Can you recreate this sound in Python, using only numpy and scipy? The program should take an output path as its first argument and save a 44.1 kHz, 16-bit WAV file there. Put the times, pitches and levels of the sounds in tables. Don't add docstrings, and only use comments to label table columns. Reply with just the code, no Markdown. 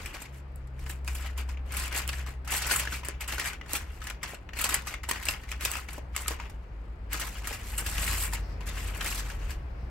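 import sys
import numpy as np
from scipy import signal
from scipy.fft import rfft, irfft, next_fast_len
from scipy.io import wavfile
from scipy.ndimage import uniform_filter1d, map_coordinates

SR = 44100
rng = np.random.default_rng(int(sys.argv[2]) if len(sys.argv) > 2 else 0)


def wav_record(signal):
    frames = np.transpose(np.atleast_2d(signal))
    bounded = np.clip(frames, -1, 1)
    quanta = np.round(bounded * 32767).astype(np.int16)
    wavfile.write(sys.argv[1], SR, quanta)


N = 436590

# full_grip_s, swell_before_s, held_s, crackle_db, body_over_crackle_db
GRIP_ROWS = [(0.0, .03, 0.096, -45.5, 3), (0.14, .03, 0.095, -44.5, 2.5), (0.328, .02, .05, -55, 2.5),
             (0.57, .03, .05, -66, -1), (0.8, 0.051, 0.055, -54, 2.5), (0.899, .07, 0.014, -39, -5),
             (1.075, 0.027, 0.16, -40.5, -3), (1.25, .04, 0.018, -40.5, 2.5),
             (1.381, .02, 0.0089, -42, 5.5), (1.489, 0.031, .04, -55, 5), (1.665, .02, .03, -55.5, 4.5),
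             (1.742, 0.042, 0.11, -33.5, 0), (1.969, 0.068, 0.024, -27.5, -1.5),
             (2.081, .04, .1, -41.5, -1), (2.18, 0.037, 0.014, -42, 3.5), (2.269, 0.018, .02, -45, 5),
             (2.485, .02, .02, -38, 3), (2.524, .025, 0.046, -25.5, -2), (2.62, .05, .08, -33, 2.5),
             (2.719, .05, .05, -21.5, -6.5), (2.8, .04, .03, -33.5, 0.5), (2.87, .03, .03, -47, 8),
             (2.939, 0.09, .02, -36, 1.5), (3.06, 0.047, .03, -45.5, 8), (3.21, 0.016, .02, -46.5, 5),
             (3.29, 0.013, .05, -34, 0), (3.4, 0.045, 0.085, -33.5, 1), (3.739, 0.064, 0.035, -32, -1.5),
             (3.88, 0.057, .1, -54.5, 4), (4.03, 0.052, .08, -49.5, 7), (4.233, .02, 0.08, -47, 7.5),
             (4.572, 0.024, 0.096, -34, 0.5), (4.71, .04, .04, -27, -0.5), (4.868, .03, .06, -44.5, 6.5),
             (5.04, .02, .02, -61, 7), (5.09, .02, .18, -39.5, -1), (5.29, 0.03, 0.0076, -27.5, -3.5),
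             (5.4, 0.051, .05, -54, 4.5), (5.5, 0.03, .02, -37.5, -1.5), (5.615, .02, .04, -34, -1.5),
             (5.659, .04, 0.0082, -32.5, 2), (5.71, 0.046, 0.074, -34.5, -1.5), (5.889, .04, .08, -49.5, 5),
             (6.165, .03, .06, -38, -2), (6.28, .03, .04, -38, 3), (6.399, 0.033, 0.045, -55, 12.5),
             (6.52, .03, .03, -63, 4), (6.62, 0.049, 0.037, -69, 6.5), (7.131, .02, .02, -26.5, -3.5),
             (7.2, .05, .08, -33.5, -3.5), (7.32, .05, 0.067, -43.5, 2.5), (7.47, 0.11, 0.082, -40, 1.5),
             (7.6, .05, 0.18, -42.5, 0), (7.785, .03, .02, -31.5, -5), (7.87, 0.052, 0.23, -35.5, -0.5),
             (8.04, 0.23, 0.21, -27, -4.5), (8.33, 0.045, 0.026, -35.5, -0.5), (8.45, 0.054, .08, -66.5, 6),
             (8.61, .02, .04, -58, 7), (8.672, 0.02, .02, -35, -3.5), (8.76, 0.14, .14, -39, -0.5),
             (8.95, .05, .05, -38.5, -2), (9.05, 0.12, .07, -29.5, -3), (9.15, .05, 0.053, -33.5, -3.5),
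             (9.25, 0.055, 0.084, -43, 1), (9.4, 0.066, 0.066, -53, 6.5), (9.498, 0.054, .02, -45, 2.5)]
# pitch_hz, likeness (1 = identical)
NEAR_ALIKE = [(200, .96), (700, .8), (1300, .84), (2200, .5), (2800, .66), (3600, .25), (6000, .1)]


def amp(db):
    return 10 ** (np.asarray(db) / 20)


def unit(x):
    return x / np.sqrt(np.mean(x ** 2) + 1e-20)


def along(points, hz):
    f, v = np.transpose(points)
    return np.interp(np.log(hz + 1), np.log(f + 1), v)


def curves(rows):
    s, *cols = np.transpose(rows)
    return [np.interp(np.arange(N) / SR, s, c) for c in cols]


def wobble(rate):
    knots = rng.standard_normal(int(N * rate / SR) + 4)
    return map_coordinates(knots, [np.arange(N) * rate / SR])


def filtered(x, response):
    m = next_fast_len(N + SR // 2)
    return irfft(rfft(x, m) * response(np.fft.rfftfreq(m, 1 / SR)), m)[..., :N]


def spread(pair, spectrum, alike):
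    hz = np.fft.rfftfreq(next_fast_len(N + SR // 2), 1 / SR)
    turn = np.arccos(np.clip(along(alike, hz), -1, 1)) / 2
    audible = hz > spectrum[0][0] / 2
    shape = unit(amp(along(spectrum, hz)) * audible)
    mid, side = filtered(pair, lambda hz: shape * [np.cos(turn), np.sin(turn)])
    return np.array([mid + side, mid - side])


def bursts(strength, t60):
    power = signal.lfilter([1], [1, -amp(-120 / (t60 * SR))], strength ** 2)
    return power / power.mean()


def tears(times, db, lengths, rise):
    power = np.zeros(N + SR)
    for s, level_db, length in zip(times, db, lengths):
        t = np.arange(round(length * SR)) / SR
        attack = 1 - np.exp(-t / (rise * length))
        shape = attack * amp(level_db - 60 * t / length)
        power[round(s * SR):][:len(t)] += shape ** 2
    return power[:N]


def rings(events, cycles, gain_db):
    out, t = np.zeros(N + SR), np.arange(SR // 10) / SR
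    for s, db, hz in events:
        shape = np.minimum(t * hz, 1) * amp(db + gain_db - 60 * t * hz / cycles)
        out[round(s * SR):][:len(t)] += shape * np.sin(2 * np.pi * hz * t)
    return out[:N]


def foil():
    # pitch_hz, relative_db_per_hz
    fizz_colour = [(5500, -25), (7200, -0.5), (9000, 2), (11000, -1.5), (13000, -1.5), (15800, -10)]
    edge_colour = [(2400, -19), (3400, -2), (4500, 1), (6000, -1.5), (7000, -3), (8500, -31)]
    body_colour = [(200, -4.5), (500, -6), (1000, -0.5), (2100, 2.5), (2900, 2), (3500, -5.5),
                   (4600, -26.5)]
    (small, working), (large, pops) = crackle(), snaps()
    shake = np.sqrt(small + large)[:, None] * rng.standard_normal((3, 2, N))
    facets = dents(rate=500, centre_hz=2146, octaves=1.46, cycles=9, scatter_db=2.5)
    shake[2] += amp(-19.5) * working * facets
    colours = zip(shake, [fizz_colour, edge_colour, body_colour])
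    sheet = sum(spread(pair, colour, NEAR_ALIKE) for pair, colour in colours)
    return shifting(sheet, depth_db=2.5) + pops


def snaps():
    # start_s, fizz_db, body_over_fizz_db, pop_hz, tear_length_s
    snap_rows = [(0.059, -32, 4.5, 2420, 0.03), (0.1418, -43.5, 15, 2360, 0.09),
                 (0.218, -34, -14, 1920, 0.051), (0.2547, -53, 12.5, 2160, 0.036),
                 (0.5588, -41, -19, 920, 0.013), (0.672, -54, 1, 2000, 0.03),
                 (0.792, -49.5, 6.5, 2300, 0.037), (0.8618, -49, 13, 2420, 0.044),
                 (0.895, -32.5, -2.5, 2660, 0.051), (1.046, -45, -1, 2410, 0.02),
                 (1.0771, -29.5, 4, 2500, 0.026), (1.1483, -34.5, -5, 2413, 0.09),
                 (1.376, -35, -0.5, 1030, 0.05), (1.488, -45, 7.5, 990, 0.09),
                 (1.5723, -63, 26, 2300, 0.01), (1.707, -66, 34, 2200, 0.017),
                 (1.721, -33.5, -1, 2310, 0.039), (1.768, -25, -3.5, 2450, 0.05),
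                 (1.858, -39, 1.5, 1520, 0.04), (1.8776, -31, -6, 2160, 0.024),
                 (1.925, -33.5, 7.5, 2340, 0.031), (1.9454, -34, 8, 2360, 0.09),
                 (1.9748, -25, -6, 2740, 0.06), (2.0776, -15, -25.5, 2950, 0.005),
                 (2.0902, -28.5, 7, 3100, 0.027), (2.1288, -39, 9, 2293, 0.041),
                 (2.2638, -39.5, 5.5, 1180, 0.012), (2.4463, -48.5, 6.5, 1570, 0.07),
                 (2.4747, -36, 5, 1313, 0.064), (2.5051, -30, -6, 1900, 0.09),
                 (2.518, -25.5, -11, 1280, 0.09), (2.6196, -27, 1, 1860, 0.04),
                 (2.6665, -27.5, -10, 1150, 0.09), (2.6962, -33, 7, 1460, 0.09),
                 (2.7102, -22, 4, 1470, 0.08), (2.7952, -25, -2.5, 2500, 0.09),
                 (2.8519, -40.5, 13.5, 1532, 0.037), (2.8732, -40.5, 18.5, 1665, 0.021),
                 (2.922, -37, 10, 1520, 0.09), (3.032, -58, 26.5, 980, 0.039),
                 (3.0476, -34.5, -6.5, 1366, 0.072), (3.0856, -20.5, -11.5, 1750, 0.007),
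                 (3.207, -32, 3, 2930, 0.09), (3.2766, -30, -2.5, 2770, 0.09),
                 (3.2431, -46, 11.5, 2760, 0.024), (3.3234, -30.5, 6.5, 1840, 0.023),
                 (3.3808, -34, 9.5, 1492, 0.039), (3.3966, -23.5, 2.5, 1850, 0.028),
                 (3.457, -29, 2, 1610, 0.03), (3.5318, -40.5, 10.5, 1510, 0.022),
                 (3.612, -56, 24.5, 1990, 0.011), (3.6603, -58.5, 14, 1788, 0.062),
                 (3.6932, -38.5, -0.5, 1710, 0.011), (3.7156, -44.5, 3, 1230, 0.09),
                 (3.7336, -7.5, -21.5, 2700, 0.005), (3.7515, -24, -2.5, 3270, 0.08),
                 (4.0166, -45, 12.5, 1279, 0.03), (4.04, -37.5, -0.5, 1874, 0.035),
                 (4.069, -35, 7.5, 1750, 0.04), (4.0991, -31, 3, 2060, 0.026),
                 (4.23, -31.5, 7, 2130, 0.057), (4.293, -39, -14, 2170, 0.013),
                 (4.3446, -39, 1.5, 1444, 0.034), (4.4893, -67, 31, 1810, 0.027),
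                 (4.5328, -50.5, 19, 1860, 0.038), (4.588, -29.5, 6, 2475, 0.09),
                 (4.6124, -21, -11.5, 2500, 0.051), (4.6398, -19, 0, 3110, 0.077),
                 (4.6905, -22, -1, 1275, 0.051), (4.7416, -12, -11, 1856, 0.032),
                 (4.8199, -42, -4, 1990, 0.023), (4.87, -32.5, 5.5, 1206, 0.09),
                 (4.9394, -35, 9.5, 2150, 0.029), (5.033, -40, 7.5, 2110, 0.057),
                 (5.0883, -25, -0.5, 930, 0.071), (5.1116, -18, 0, 1900, 0.024),
                 (5.158, -41.5, 13, 1900, 0.035), (5.2267, -37.5, 7, 1920, 0.027),
                 (5.2536, -26.5, -6.5, 2740, 0.034), (5.2665, -36, 10, 2340, 0.033),
                 (5.286, -17, 4, 2720, 0.01), (5.3372, -33.5, 8, 2190, 0.006),
                 (5.4353, -50, 12, 1850, 0.036), (5.491, -45, 11, 2080, 0.012),
                 (5.5157, -32, 7.5, 2480, 0.028), (5.6083, -32.5, -3, 2860, 0.02),
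                 (5.62, -35, 4, 2530, 0.024), (5.6496, -17.5, -2.5, 2538, 0.042),
                 (5.7162, -16, -14, 2840, 0.005), (5.736, -35, 10.5, 2560, 0.027),
                 (5.754, -37.5, 15.5, 2494, 0.007), (5.7693, -32, -9, 2030, 0.013),
                 (5.8864, -44.5, 15.5, 2250, 0.037), (5.9293, -38, -10, 2628, 0.066),
                 (5.9775, -56, 10.5, 850, 0.069), (6.1481, -52, 18, 1247, 0.042),
                 (6.1635, -20, -0.5, 2160, 0.019), (6.221, -26.5, -13, 2010, 0.005),
                 (6.26, -51.5, 22.5, 1270, 0.007), (6.2807, -16, -6.5, 3150, 0.017),
                 (6.314, -41.5, 8, 1119, 0.036), (6.3987, -51, 22, 953, 0.035), (6.496, -46, 2, 850, 0.053),
                 (7.131, -20.5, -18, 2310, 0.017), (7.1963, -28, -1, 1372, 0.09),
                 (7.2134, -32, 5.5, 1850, 0.07), (7.267, -39.5, -0.5, 2545, 0.026),
                 (7.443, -47.5, 13.5, 2704, 0.087), (7.471, -26.5, -2, 1830, 0.059),
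                 (7.526, -40, 10.5, 1940, 0.037), (7.669, -40.5, -2, 1950, 0.042),
                 (7.7297, -49, 10, 860, 0.084), (7.7796, -23, -7, 2750, 0.075),
                 (7.862, -28.5, 0, 1670, 0.085), (7.9798, -30, 7.5, 2900, 0.034),
                 (8.0756, -29, 3.5, 1900, 0.09), (8.211, -32, -5, 2760, 0.08),
                 (8.3328, -26, -2.5, 920, 0.044), (8.6062, -55.5, 19, 1000, 0.057),
                 (8.7714, -51, 18.5, 1750, 0.09), (8.8273, -49, 14, 2580, 0.033),
                 (8.947, -45, 5.5, 1140, 0.09), (9.0093, -32.5, 9.5, 3180, 0.022),
                 (9.06, -28, 3, 2130, 0.05), (9.19, -45.5, -0.5, 2647, 0.068),
                 (9.2995, -41, 11, 1660, 0.042), (9.5052, -38, 2.5, 1670, 0.054)]
    s, fizz_db, body_over_db, pop_hz, length = np.transpose(snap_rows)
    edge_db = fizz_db + 0.63 * body_over_db - 6.5
    body_db = fizz_db + body_over_db
    followers = bursts(buckles(rate=320, scatter_db=4, most_db=14.5), t60=0.017)

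    def settle(level_db, extra):
        return followers * tears(s, level_db, length + extra, rise=0.013)

    fizz = tears(s, fizz_db - 2.5, length, rise=0.011) + settle(fizz_db - 21.5, extra=0.029)
    edge = tears(s, edge_db, length + 0.004, rise=0.038) + settle(edge_db - 12.5, extra=0.091)
    body = tears(s, body_db - 5.5, length + 0.0036, rise=0.048) + settle(body_db - 12.5, extra=0.074)
    pops = rings(np.transpose([s, body_db, pop_hz]), cycles=46, gain_db=-3.5)
    return np.array([fizz, edge, body]), pops


def crackle():
    peak_db, more_db = np.transpose(GRIP_ROWS)[-2:]
    level_db = gripping(peak_db, swell_db=23.6, fall_db=350, rest_db=-72.5)
    whole_db = gripping(peak_db + more_db, swell_db=15, fall_db=220, rest_db=-67.5)
    slips = buckles(rate=790, scatter_db=5.5, most_db=15.0)
    more = buckles(rate=250, scatter_db=16, most_db=22.5)
    between_db = level_db + 0.59 * (whole_db - level_db)
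    fizz = amp(level_db - 9 + 1.9 * wobble(14)) ** 2 * bursts(slips, t60=0.032)
    edge = amp(between_db - 12 + 1.2 * wobble(13)) ** 2 * bursts(slips + 0.31 * more, t60=0.06)
    body = amp(whole_db - 8.5) ** 2 * bursts(slips + more, t60=0.11)
    return np.array([fizz, edge, body]), amp(whole_db)


def gripping(peak_db, swell_db, fall_db, rest_db):
    t, out = np.arange(N) / SR, np.full(N, float(rest_db))
    for (s, swell, held, *_), db in zip(GRIP_ROWS, peak_db):
        near = slice(max(round((s - .5) * SR), 0), round((s + 1) * SR))
        early = np.maximum(s - t[near], 0)
        late = np.maximum(t[near] - s - held, 0)
        out[near] = np.maximum(out[near], db - swell_db * early / swell - fall_db * late)
    return out


def buckles(rate, scatter_db, most_db):
    moments = rng.random(N) < rate / SR
    size_db = scatter_db * rng.exponential(size=N)
    return moments * amp(most_db * np.tanh(size_db / most_db))


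def dents(rate, centre_hz, octaves, cycles, scatter_db):
    draw = rng.random((round(rate * N / SR), 5))
    when, pitch_a, pitch_b, size, step = draw.T[:, :, None]
    hz = centre_hz * 2 ** (octaves * (pitch_a + pitch_b - 1))
    cycle = hz * np.arange(256) / SR
    level_db = -scatter_db * np.log(0.1 + size)
    ring = amp(level_db - 60 * cycle / cycles) * np.minimum(2 * cycle, 1)
    at = (when * N).astype(int) + np.arange(cycle.shape[1])
    pair = [ring * np.sin(2 * np.pi * cycle), ring * np.sin(2 * np.pi * (cycle + step))]
    return unit(np.array([np.bincount(at.ravel(), p.ravel(), N + SR)[:N] for p in pair]))


def shifting(x, depth_db):
    z = signal.stft(x, nperseg=256)[2]
    field = rng.standard_normal(z.shape[1:])
    field = uniform_filter1d(field, size=3, axis=0)
    field = uniform_filter1d(field, size=4, axis=1)
    return signal.istft(z * amp(depth_db * unit(field)), nperseg=256)[1][:, :N]


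def bumps():
    # start_s, level_db, pitch_hz
    touches = [(0.217, -45, 210), (2.283, -43, 150.7), (2.541, -38.5, 431), (3.086, -35, 396),
               (3.334, -36.5, 498), (3.736, -35, 314), (4.333, -35.5, 463), (4.642, -41, 366),
               (4.718, -42, 353), (5.088, -36.5, 493), (5.98, -34, 457), (6.307, -27.5, 311),
               (7.51, -33, 400), (7.818, -35.5, 208), (8.272, -52, 317.5), (8.984, -39, 153.2)]
    # pitch_hz, relative_db_per_hz
    thud_colour = [(120, -27.5), (250, -2.5), (500, 1.5), (900, -4.5), (1500, -25)]
    s, db, _ = np.transpose(touches)
    power = tears(s, db, np.full(len(s), .04), rise=0.015)
    blow = np.sqrt(power) * rng.standard_normal((2, N))
    return rings(touches, cycles=5, gain_db=3) + spread(blow, thud_colour, NEAR_ALIKE)


def rubbing():
    # start_s, length_s, level_db
    rubs = [(8.394, 0.21, -62), (9.4, 0.73, -72.5)]
    # pitch_hz, relative_db_per_hz
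    hiss_colour = [(3200, -15), (4200, -4), (4900, 0), (5800, -5), (7000, -20.5)]
    t = np.arange(N) / SR
    swell = sum(amp(db) * np.sin(np.pi * np.clip((t - s) / length, 0, 1)) for s, length, db in rubs)
    hiss = spread(rng.standard_normal((2, N)), hiss_colour, NEAR_ALIKE)
    return swell * amp(2 * wobble(25)) * hiss


def kitchen(x):
    # pitch_hz, t60_s
    decay = [(200, 0.52), (2000, 0.18), (6000, 0.16), (15000, 0.025)]
    hz, t, z = signal.stft(rng.standard_normal((2, SR // 2)), SR, nperseg=256)
    fade = amp(-60 * t / along(decay, hz)[:, None])
    tail = signal.istft(z * fade, SR, nperseg=256)[1]
    delayed = np.pad(x, (150, 0))[None]
    return signal.fftconvolve(delayed, tail / np.linalg.norm(tail[0]), axes=1)[:, :N]


def engine(rows, waver_db):
    hz, db, octave_db = curves(rows)
    t = np.arange(N) / SR
    heard = np.clip(np.minimum(t - rows[0][0], rows[-1][0] - t) / 0.066, 0, 1)
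    phase = 2 * np.pi * np.cumsum(hz) / SR + 0.48 * wobble(5)
    firing = amp(db + waver_db * wobble(6.3)) * np.sin(phase)
    octave = amp(octave_db + 3 * wobble(4)) * np.sin(2 * phase)
    return np.sqrt(2) * heard * (firing + octave)


def engines():
    # time_s, firing_hz, level_db, octave_db
    first_pass = [(.25, 67.96, -46, -49.5), (1.1, 64.95, -35, -58), (1.53, 64.4, -33, -70),
                  (2.1, 64.4, -35.5, -51.5), (2.8, 63.83, -40.5, -53.5), (4, 62.76, -48.5, -64),
                  (6.3, 61.98, -40.5, -63), (7, 61.54, -55, -59), (9.1, 61.55, -61, -60),
                  (9.5, 61.34, -44, -49), (10.1, 61.6, -45, -56.5)]
    second_pass = [(5, 55.6, -67, -70), (6, 54.52, -54.5, -78), (6.9, 53.1, -37.5, -58),
                   (7.6, 52.62, -40.5, -72), (8.1, 51.47, -35, -64), (8.67, 50.06, -37, -62),
                   (9, 47.73, -36.5, -66), (9.5, 45.3, -38, -66)]
    third_pass = [(6.9, 88.6, -56, -82), (7.7, 89, -53, -73), (8.2, 84.8, -38.5, -73),
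                  (8.6, 82.7, -48, -75), (9, 81.3, -39, -66)]
    drones = engine(first_pass, waver_db=1.5) + engine(second_pass, waver_db=2) + engine(third_pass, waver_db=2)
    return drones * amp([[.4], [-.4]])


def room():
    # time_s, rumble_db, air_db
    room_levels = [(0.0, -35, -53.5), (0.33, -44.5, -56.5), (1.79, -38, -54.5), (2.4, -41, -56.5),
                   (2.73, -39, -54.5), (3.03, -42.5, -56.5), (6.73, -38, -55.5), (7.75, -35.5, -53.5),
                   (8.08, -32, -50), (8.3, -39, -51.5), (9.9, -32, -51.5)]
    # pitch_hz, relative_db_per_hz
    rumble_colour = [(15, -17.5), (30, 13.5), (50, 19), (75, 13.5), (110, 0.5), (145, -13.5), (170, -22.5),
                     (230, -50.5)]
    air_colour = [(150, 3.5), (250, -3.5), (400, -4.5), (850, -7.5), (1500, -13), (2500, -18.5),
                  (3500, -29), (5000, -31), (6500, -53.5), (9000, -41.5), (16000, -68.5)]
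    # pitch_hz, likeness (1 = identical)
    air_alike = [(100, 0.78), (300, 0.99), (640, 0.12), (1400, 0.031)]
    rumble_db, air_db = curves(room_levels)
    rumble = spread(rng.standard_normal((2, N)), rumble_colour, [(30, 1.0), (150, 1.0)])
    air = spread(rng.standard_normal((2, N)), air_colour, air_alike)
    stir_db = .8 * wobble(6)
    return amp(rumble_db - 4.0 + 1.5 * wobble(3.3)) * rumble + amp(air_db + 4.0 + stir_db) * air


def scene():
    near = foil() + bumps() + rubbing()
    return near + amp(-11.5) * kitchen(near[0]) + room() + engines()


def record(dry):
    # pitch_hz, left_minus_right_db
    balance = [(350, 0.5), (800, 2.5), (2200, 6.5), (3600, 0.5), (5000, -1.5), (6000, -4.5), (7000, -9.5)]
    shared_hz, top_hz = 6570, 15800
    lag_s, lag_turns = .0002677, .095

    def shared(hz):
        return np.clip((hz - shared_hz) / 900 + .5, 0, 1)

    def apart(hz):
        return np.sqrt(1 - shared(hz)) * amp(np.outer([.5, -.5], along(balance, hz)))

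    def late(hz):
        return np.exp(1j * np.pi * np.outer([-1, 1], lag_s * hz - lag_turns))

    both = filtered(dry, apart) + filtered(dry[0], lambda hz: np.sqrt(shared(hz)) * late(hz))
    return filtered(both, lambda hz: hz < top_hz)


dry = scene()
out = record(dry)
wav_record(out)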